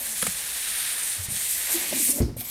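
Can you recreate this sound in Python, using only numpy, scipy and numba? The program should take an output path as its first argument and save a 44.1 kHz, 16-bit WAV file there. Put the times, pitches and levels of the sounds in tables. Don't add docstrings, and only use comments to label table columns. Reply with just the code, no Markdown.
import sys
import numpy as np
from scipy import signal
from scipy.fft import rfft, irfft
from scipy.io import wavfile
from scipy.ndimage import uniform_filter1d
from numba import njit

SR = 44100
rng = np.random.default_rng(int(sys.argv[2]) if len(sys.argv) > 2 else 0)


def int16_out(signal):
    q = np.round(np.clip(np.atleast_2d(signal).T, -1, 1) * 32767)
    wavfile.write(sys.argv[1], SR, q.astype(np.int16))


def to_linear_factor(level_db):
    exponent = np.asarray(level_db, float) / 20
    return 10 ** exponent


N = 110250

# (time [s], level [dB], bead resonance strength [dB], sheen strength [dB])
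FOAM_RUB = [(0, -33.5, -7, -3), (.22, -30, -5, -13), (.45, -32, -5.5, -8.5), (.8, -29, 4.7, -8),
            (1.12, -28.5, 2, -11.5), (1.2, -36, -7, -8), (1.25, -30.5, -11, -13), (1.28, -38, -4, -20),
            (1.31, -28, 2, -11.5), (1.54, -27.5, -5.5, -6.5), (1.6, -29.5, -2, -6.5),
            (1.69, -30, -10, -7.5), (1.73, -21.5, -6, -10), (1.78, -29, -25, -7), (1.919, -31.5, -25, -9),
            (2.03, -23, -1.5, -5), (2.105, -21, 3.5, -10), (2.13, -28.5, -3, -8), (2.19, -31, -23, -6),
            (2.23, -52, -16, -4)]
# (time [s], resonance [Hz])
BEAD_PITCH = [(0, 8900), (.18, 9900), (.7, 9230), (1.0, 9050), (1.64, 8850), (2.1, 9100)]
# (frequency [Hz], density [dB per Hz])
FOAM_TONE = [(4000, -17), (5000, -12), (6800, -5.5), (8500, -0.5), (10300, -3), (11500, -6), (15000, -13),
             (16000, -32)]
# (frequency [Hz], density [dB per Hz])
SHEEN_TONE = [(9500, -11.5), (11200, 1), (12200, -2), (13500, -2.5), (15300, -8), (16000, -24)]
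# (time [s], resonance [Hz], strength [dB])
SHEEN_GLINT = [(0, 12800, -1), (.3, 11200, -15), (1.15, 11300, -16), (1.25, 12300, 2), (1.35, 11900, -10),
               (1.52, 12500, -2), (1.62, 11700, -8), (1.73, 11900, 4), (1.9, 11300, -3), (2.03, 12800, -8),
               (2.2, 12100, -6)]
# (time [s], level [dB], wall resonance [Hz])
CARD_SCRAPE = [(0, -40, 1900), (.45, -39, 1760), (.75, -34.5, 1780), (1.13, -38, 1850), (1.2, -42.5, 1850),
               (1.29, -42.5, 2120), (1.36, -37.5, 1940), (1.68, -37, 1940), (1.74, -34.5, 2060),
               (2.06, -35.5, 2300), (2.15, -44.5, 2280), (2.23, -48.5, 1980)]
# (frequency [Hz], density [dB per Hz])
CARD_TONE = [(300, -63), (1330, -24), (1560, -5.5), (2400, 0), (2900, -1), (3700, 2.5), (5000, -3),
             (7000, -5.5)]
# (time [s], level [dB], attack [s], hold [s], release [s])
FOAM_SCUFFS = [
    (2.3667, -34, 0.0027, 0.038, 0.034),
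    (2.437, -32.5, 0.033, .06, .03),
]
# (frequency [Hz], density [dB per Hz])
SCUFF_TONE = [(590, -52), (1000, -30), (2080, -18.5), (2330, -9), (2650, -21), (3150, -14), (9720, -19.5),
              (11800, -1), (16000, -21)]
# (resonance [Hz], width [Hz], level [dB])
SCUFF_SQUEAKS = [
    [(8900, 470, -0.5), (13000, 900, -10), (10700, 900, -7)],
    [(2240, 120, -9), (7170, 300, -7), (8000, 390, -3)],
]
# (time [s], level [dB], card share [dB], crack centre [Hz], card ring [Hz])
FLAP_TICKS = [
    (0.218, -14, -16, 10600, 2000),
    (0.223, -17, -15, 9900, 2000),
    (.2255, -16.5, -2, 9800, 3270),
    (.2272, -19.5, -4.5, 9800, 1610),
    (.2295, -30, 4.5, 9900, 1380),
    (.24, -37, 14, 9000, 1370),
    (.2672, -12, -5.5, 8750, 1730),
    (.2712, -25.5, 5, 7800, 2280),
    (1.694, -30.5, 1.5, 4000, 1550),
    (2.366, -32, -21, 12000, 3220),
]
# (resonance [Hz], width [Hz], level [dB])
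TICK_RATTLE = [(1420, 390, -4), (1960, 440, 3), (3100, 310, -1.5), (4360, 2300, -1.5)]
# (start [s], peak level [dB], pitch [Hz], swell [s], fade [s])
WALL_SWELLS = [(0.031, -48.5, 228, 0.09, 0.061), (0.226, -28.5, 190, 0.0032, 0.011),
               (.275, -30, 181, 0.007, 0.02), (0.269, -42, 90, 0.019, 0.031),
               (1.179, -30, 100, 0.024, 0.029), (1.284, -27.5, 116, 0.0021, 0.0066),
               (1.3185, -30.5, 116, .005, 0.0054), (1.359, -44.5, 190, 0.0083, 0.019),
               (1.735, -25.5, 339, 0.023, 0.021), (1.926, -22.5, 600, 0.0013, 0.007),
               (1.948, -37, 262, 0.0099, 0.012), (1.995, -31, 321, 0.0069, 0.0083),
               (2.021, -33, 238, 0.011, 0.005), (2.079, -26.5, 255, 0.018, 0.014),
               (2.155, -29, 264, 0.012, 0.011), (2.185, -27, 597, 0.0023, 0.011),
               (2.365, -33.5, 540, 0.0015, 0.0053), (2.36, -31, 116, 0.0056, 0.024),
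               (2.41, -40.5, 721, 0.0036, 0.0085), (.227, -26.5, 520, 0.0026, 0.0047),
               (.27, -32, 780, 0.0034, 0.0034), (.002, -45.5, 570, 0.0098, 0.022),
               (.002, -49, 248, 0.013, 0.018), (.249, -33, 239, 0.0032, 0.0089),
               (.266, -27.5, 497, 0.0024, 0.0035), (1.254, -48, 180, 0.0079, .012),
               (1.284, -43, 320, 0.0028, .006), (1.297, -39, 226, .008, 0.0087),
               (1.335, -43, 186, .01, 0.017), (1.34, -50, 82, .015, 0.022), (1.801, -42, 355, 0.024, .03),
               (1.85, -51, 196, 0.012, 0.023), (2.125, -38.5, 574, .01, 0.019),
               (2.155, -39, 570, .008, .01), (2.384, -36, 100, 0.0056, 0.0097),
               (2.382, -41.5, 234, 0.0058, 0.055), (2.324, -29, 133, 0.0064, 0.0088),
               (2.2, -18, 75, 0.02, .04), (2.216, -24, 124, 0.012, 0.023), (2.27, -40.5, 401, 0.013, 0.024)]
# (time [s], level [dB])
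CORNER_BUMPS = [
    (2.2001, -8.5),
    (2.212, -9.5),
    (2.223, -9.5),
    (2.236, -18.5),
    (2.249, -23),
    (2.28, -25.5),
    (2.3, -27),
]
# (frequency [Hz], level [dB], 60 dB decay [s])
BOX_MODES = [(65, -13, 0.11), (90, 2, 0.078), (104.5, -1.5, 0.13), (235.4, -2.5, 0.11), (304, -17, 0.13),
             (350, -8, 0.1), (408, -10, 0.085), (581, -15, 0.08), (716, -24.5, 0.06)]
# (frequency [Hz], density [dB per Hz])
SHUDDER_TONE = [(150, 0), (300, -1.5), (700, -12), (1200, -17.5), (2500, -23)]
# (time [s], wide walls [dB], narrow walls [dB])
WALL_HUM = [(1.67, -66, -50), (1.7, -69, -40.5), (1.76, -47, -41), (1.85, -55.5, -44.5), (1.95, -42, -52),
            (2.19, -38.5, -59), (2.3, -44.5, -78), (2.42, -48, -53), (2.5, -64, -54)]
# (resonance [Hz], width [Hz], level [dB])
WIDE_WALLS = [(190, 37, -10), (255, 62, 19), (327, 26, 3)]
# (resonance [Hz], width [Hz], level [dB])
NARROW_WALLS = [(597, 60, -6.5), (724, 750, 15), (814, 750, 4.5)]
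# (frequency [Hz], level [dB])
ROOM_TONE = [(40, -6), (300, -3.5), (1000, -10), (3000, -3), (5000, -2), (16000, -7)]
# (frequency [Hz], density [dB per Hz])
FLOOR_TONE = [(30, -5.5), (55, -4.5), (120, -11), (300, -18.5), (800, -34), (2500, -29.5), (16000, -38)]

STOP_DB_PER_S = 412


def level(x, db):
    return x * to_linear_factor(db) / np.sqrt(np.mean(x ** 2))


def colour(x, points):
    hz, db = np.array(points).T
    bins = np.arange(N // 2 + 1) * SR / N + 1
    gain = to_linear_factor(np.interp(np.log(bins), np.log(hz), db, left=-60, right=-60))
    return level(irfft(rfft(x) * gain, N), 0)


@njit
def svf(x, hz, width):
    y, band, low = np.empty(len(x)), 0., 0.
    for i in range(len(x)):
        g = np.tan(np.pi * hz[i] / SR)
        k = width / hz[i]
        v = (band + g * (x[i] - low)) / (1 + g * (g + k))
        band = 2 * v - band
        low = low + 2 * g * v
        y[i] = k * v
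    return y


def svf_twice(x, hz, width):
    return svf(svf(x, hz, width), hz, width)


def rings(x, table):
    return sum(to_linear_factor(db) * svf(x, np.full(N, 1. * hz), 1. * width) for hz, width, db in table)


def walk(rate):
    k = int(SR / rate)
    steps = np.repeat(rng.standard_normal(N // k + 1), k)
    return 1.35 * uniform_filter1d(uniform_filter1d(steps, k), k)[:N]


def slips(scatter_db, flicker_db, rate):
    clicks = rng.standard_normal(N)
    size_db = scatter_db * np.minimum(rng.exponential(size=N), 4)
    return clicks * to_linear_factor(size_db + flicker_db * walk(rate))


def slide(t):
    time, db, ring_db, sheen_db = np.array(FOAM_RUB).T
    db, ring_db, sheen_db = (np.interp(t, time, c) for c in (db, ring_db, sheen_db))
    db = db - STOP_DB_PER_S * np.maximum(t - time[-1], 0)

    bead_hz = np.interp(t, *np.array(BEAD_PITCH).T)
    bead_slips = slips(4.3, 1.07, 90)
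    wander_hz = bead_hz * (1 + 0.03 * walk(50.5))
    ring = svf(svf(bead_slips, wander_hz, 1950.0), bead_hz, 3100.0)
    foam = colour(slips(2.6, 1.3, 59.68), FOAM_TONE) + to_linear_factor(ring_db) * level(ring, 0)
    foam /= np.sqrt(1 + to_linear_factor(2 * ring_db))

    sheen = to_linear_factor(sheen_db + 1.0) * colour(slips(1.6, 1.0, 70), SHEEN_TONE)
    glint_time, glint_hz, glint_db = np.array(SHEEN_GLINT).T
    glint = svf_twice(sheen, np.interp(t, glint_time, glint_hz), 1600.)
    sheen = sheen + to_linear_factor(np.interp(t, glint_time, glint_db) + 2) * glint
    return to_linear_factor(db) * (to_linear_factor(-0.5) * foam + sheen)


def scrape(t):
    time, db, wall_hz = np.array(CARD_SCRAPE).T
    db = np.interp(t, time, db) - STOP_DB_PER_S * np.maximum(t - time[-1], 0)
    wall_hz = np.interp(t, time, wall_hz)
    wall_slips = slips(2.5, 1.67, 39.55)
    wander_hz = wall_hz * (1 + 0.073 * walk(24.7))
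    wall = svf(svf(wall_slips, wander_hz, 900.0), wall_hz, 870.0)
    return to_linear_factor(db) * (colour(slips(3.8, 1.07, 30.35), CARD_TONE) + level(wall, -6.0))


def scuffs(t):
    out = 0
    rub = colour(slips(2.3, 3.7, 50), SCUFF_TONE)
    squeak = slips(0, 2.6, 30.27)
    for (s, db, attack, hold, release), pitches in zip(FOAM_SCUFFS, SCUFF_SQUEAKS):
        fade = np.exp(-np.maximum(t - s - attack - hold, 0) / release)
        env = to_linear_factor(db) * np.clip((t - s) / attack, 0, 1) * fade
        out = out + env * (rub + to_linear_factor(7.5) * rings(squeak, pitches))
    return out


def settle(t):
    start_s, settle_db, bead_hz = 2.221, -23.5, 5070
    u = np.maximum(t - start_s, 0)
    env = (u > 0) * (np.exp(-u / 0.001) + to_linear_factor(-9) * np.exp(-u / 0.058))
    return to_linear_factor(settle_db) * svf_twice(env * rng.standard_normal(N), np.full(N, 1. * bead_hz), 2100.0)


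def ticks(t):
    attack_s, crack_s, ring_s, rattle_db = 0.000063, 0.0024, 0.0016, 1.7
    noise = rng.standard_normal(N)
    crack_env, card_env, ring = 0, 0, 0
    centre_hz = np.full(N, 1. * FLAP_TICKS[0][3])
    for s, db, card_db, crack_hz, card_hz in FLAP_TICKS:
        u = np.maximum(t - s, 0)
        env = to_linear_factor(db) * np.minimum(u / attack_s, 1) * np.exp(-u / crack_s)
        crack_env = crack_env + env
        card_env = card_env + env * to_linear_factor(card_db)
        ring = ring + to_linear_factor(db + card_db) * np.exp(-u / ring_s) * np.sin(2 * np.pi * card_hz * u)
        centre_hz[t >= s] = crack_hz
    crack = svf_twice(crack_env * noise, centre_hz, 4700.0)
    return to_linear_factor(4.5) * crack + ring + to_linear_factor(rattle_db) * rings(card_env * noise, TICK_RATTLE)


def panels(t):
    sag_per_s = 2.2
    out = 0
    for s, db, hz, swell, fade in WALL_SWELLS:
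        u = np.maximum(t - s, 0)
        rise = np.sin(np.pi / 2 * np.minimum(u / swell, 1)) ** 2
        env = rise * np.exp(-(np.maximum(u - swell, 0) / fade) ** 1.17)
        sag = 1 - sag_per_s * (100 / hz) ** 2 * np.minimum(u, .2) / 2
        out = out + to_linear_factor(db) * env * np.sin(2 * np.pi * hz * u * sag)
    return out


def thump(t):
    contact_s, shudder_db, shudder_attack_s, shudder_s = 0.0028, -35.5, 0.0068, .045
    landing = CORNER_BUMPS[0][0]
    out, k = np.zeros(N), int(landing * SR) - SR // 20
    uneven = rng.standard_normal((len(CORNER_BUMPS), len(BOX_MODES)))
    for (s, db), chances in zip(CORNER_BUMPS, uneven):
        u = np.maximum(t[k:] - s, 0)
        for (hz, mode_db, t60), chance in zip(BOX_MODES, chances):
            rise = np.sin(np.pi / 2 * np.minimum(u / (contact_s + 0.59 / hz), 1)) ** 2
            decay = np.exp(-np.log(1000) * u / t60)
            out[k:] += to_linear_factor(db + mode_db + 2.0 * chance) * rise * decay * np.sin(2 * np.pi * hz * u)
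    u = np.maximum(t - landing, 0)
    env = np.minimum(u / shudder_attack_s, 1) * np.exp(-u / shudder_s)
    shudder = env * colour(slips(1.5, 3.0, 80), SHUDDER_TONE)
    return out * .5 + to_linear_factor(shudder_db) * shudder


def hum(t):
    time, wide_db, narrow_db = np.array(WALL_HUM).T
    wide = level(rings(slips(0, 3.3, 50), WIDE_WALLS), 0)
    narrow = level(rings(slips(0, 0.96, 40.4), NARROW_WALLS), 0)
    return to_linear_factor(np.interp(t, time, wide_db)) * wide + to_linear_factor(np.interp(t, time, narrow_db)) * narrow


def room(near, t):
    t60_s, room_db = 0.38, -15.5
    u = t[:SR // 2]
    decay = np.exp(-np.log(1000) * u / t60_s) * (u > .004)
    tail = colour(rng.standard_normal(N), ROOM_TONE)[:len(u)] * decay
    return to_linear_factor(room_db) * signal.fftconvolve(near, tail / np.sqrt(np.sum(tail ** 2)))[:N]


def studio_floor():
    return to_linear_factor(-55.5 + 1.0 * walk(5.24)) * colour(rng.standard_normal(N), FLOOR_TONE)


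def scene():
    t = np.arange(N) / SR
    rubbing = slide(t) + scrape(t) + scuffs(t) + settle(t)
    near = rubbing + ticks(t) + panels(t) + thump(t) + hum(t)
    return np.tile(near + room(near, t) + studio_floor(), (2, 1))


def top_cut(x):
    return signal.sosfilt(signal.butter(12, 16930, fs=SR, output="sos"), x)


def record(dry):
    low_pass = signal.ellip(8, .2, 70, 15850, fs=SR, output="sos")
    return top_cut(signal.sosfilt(low_pass, dry))


dry = scene()
out = record(dry)
int16_out(out)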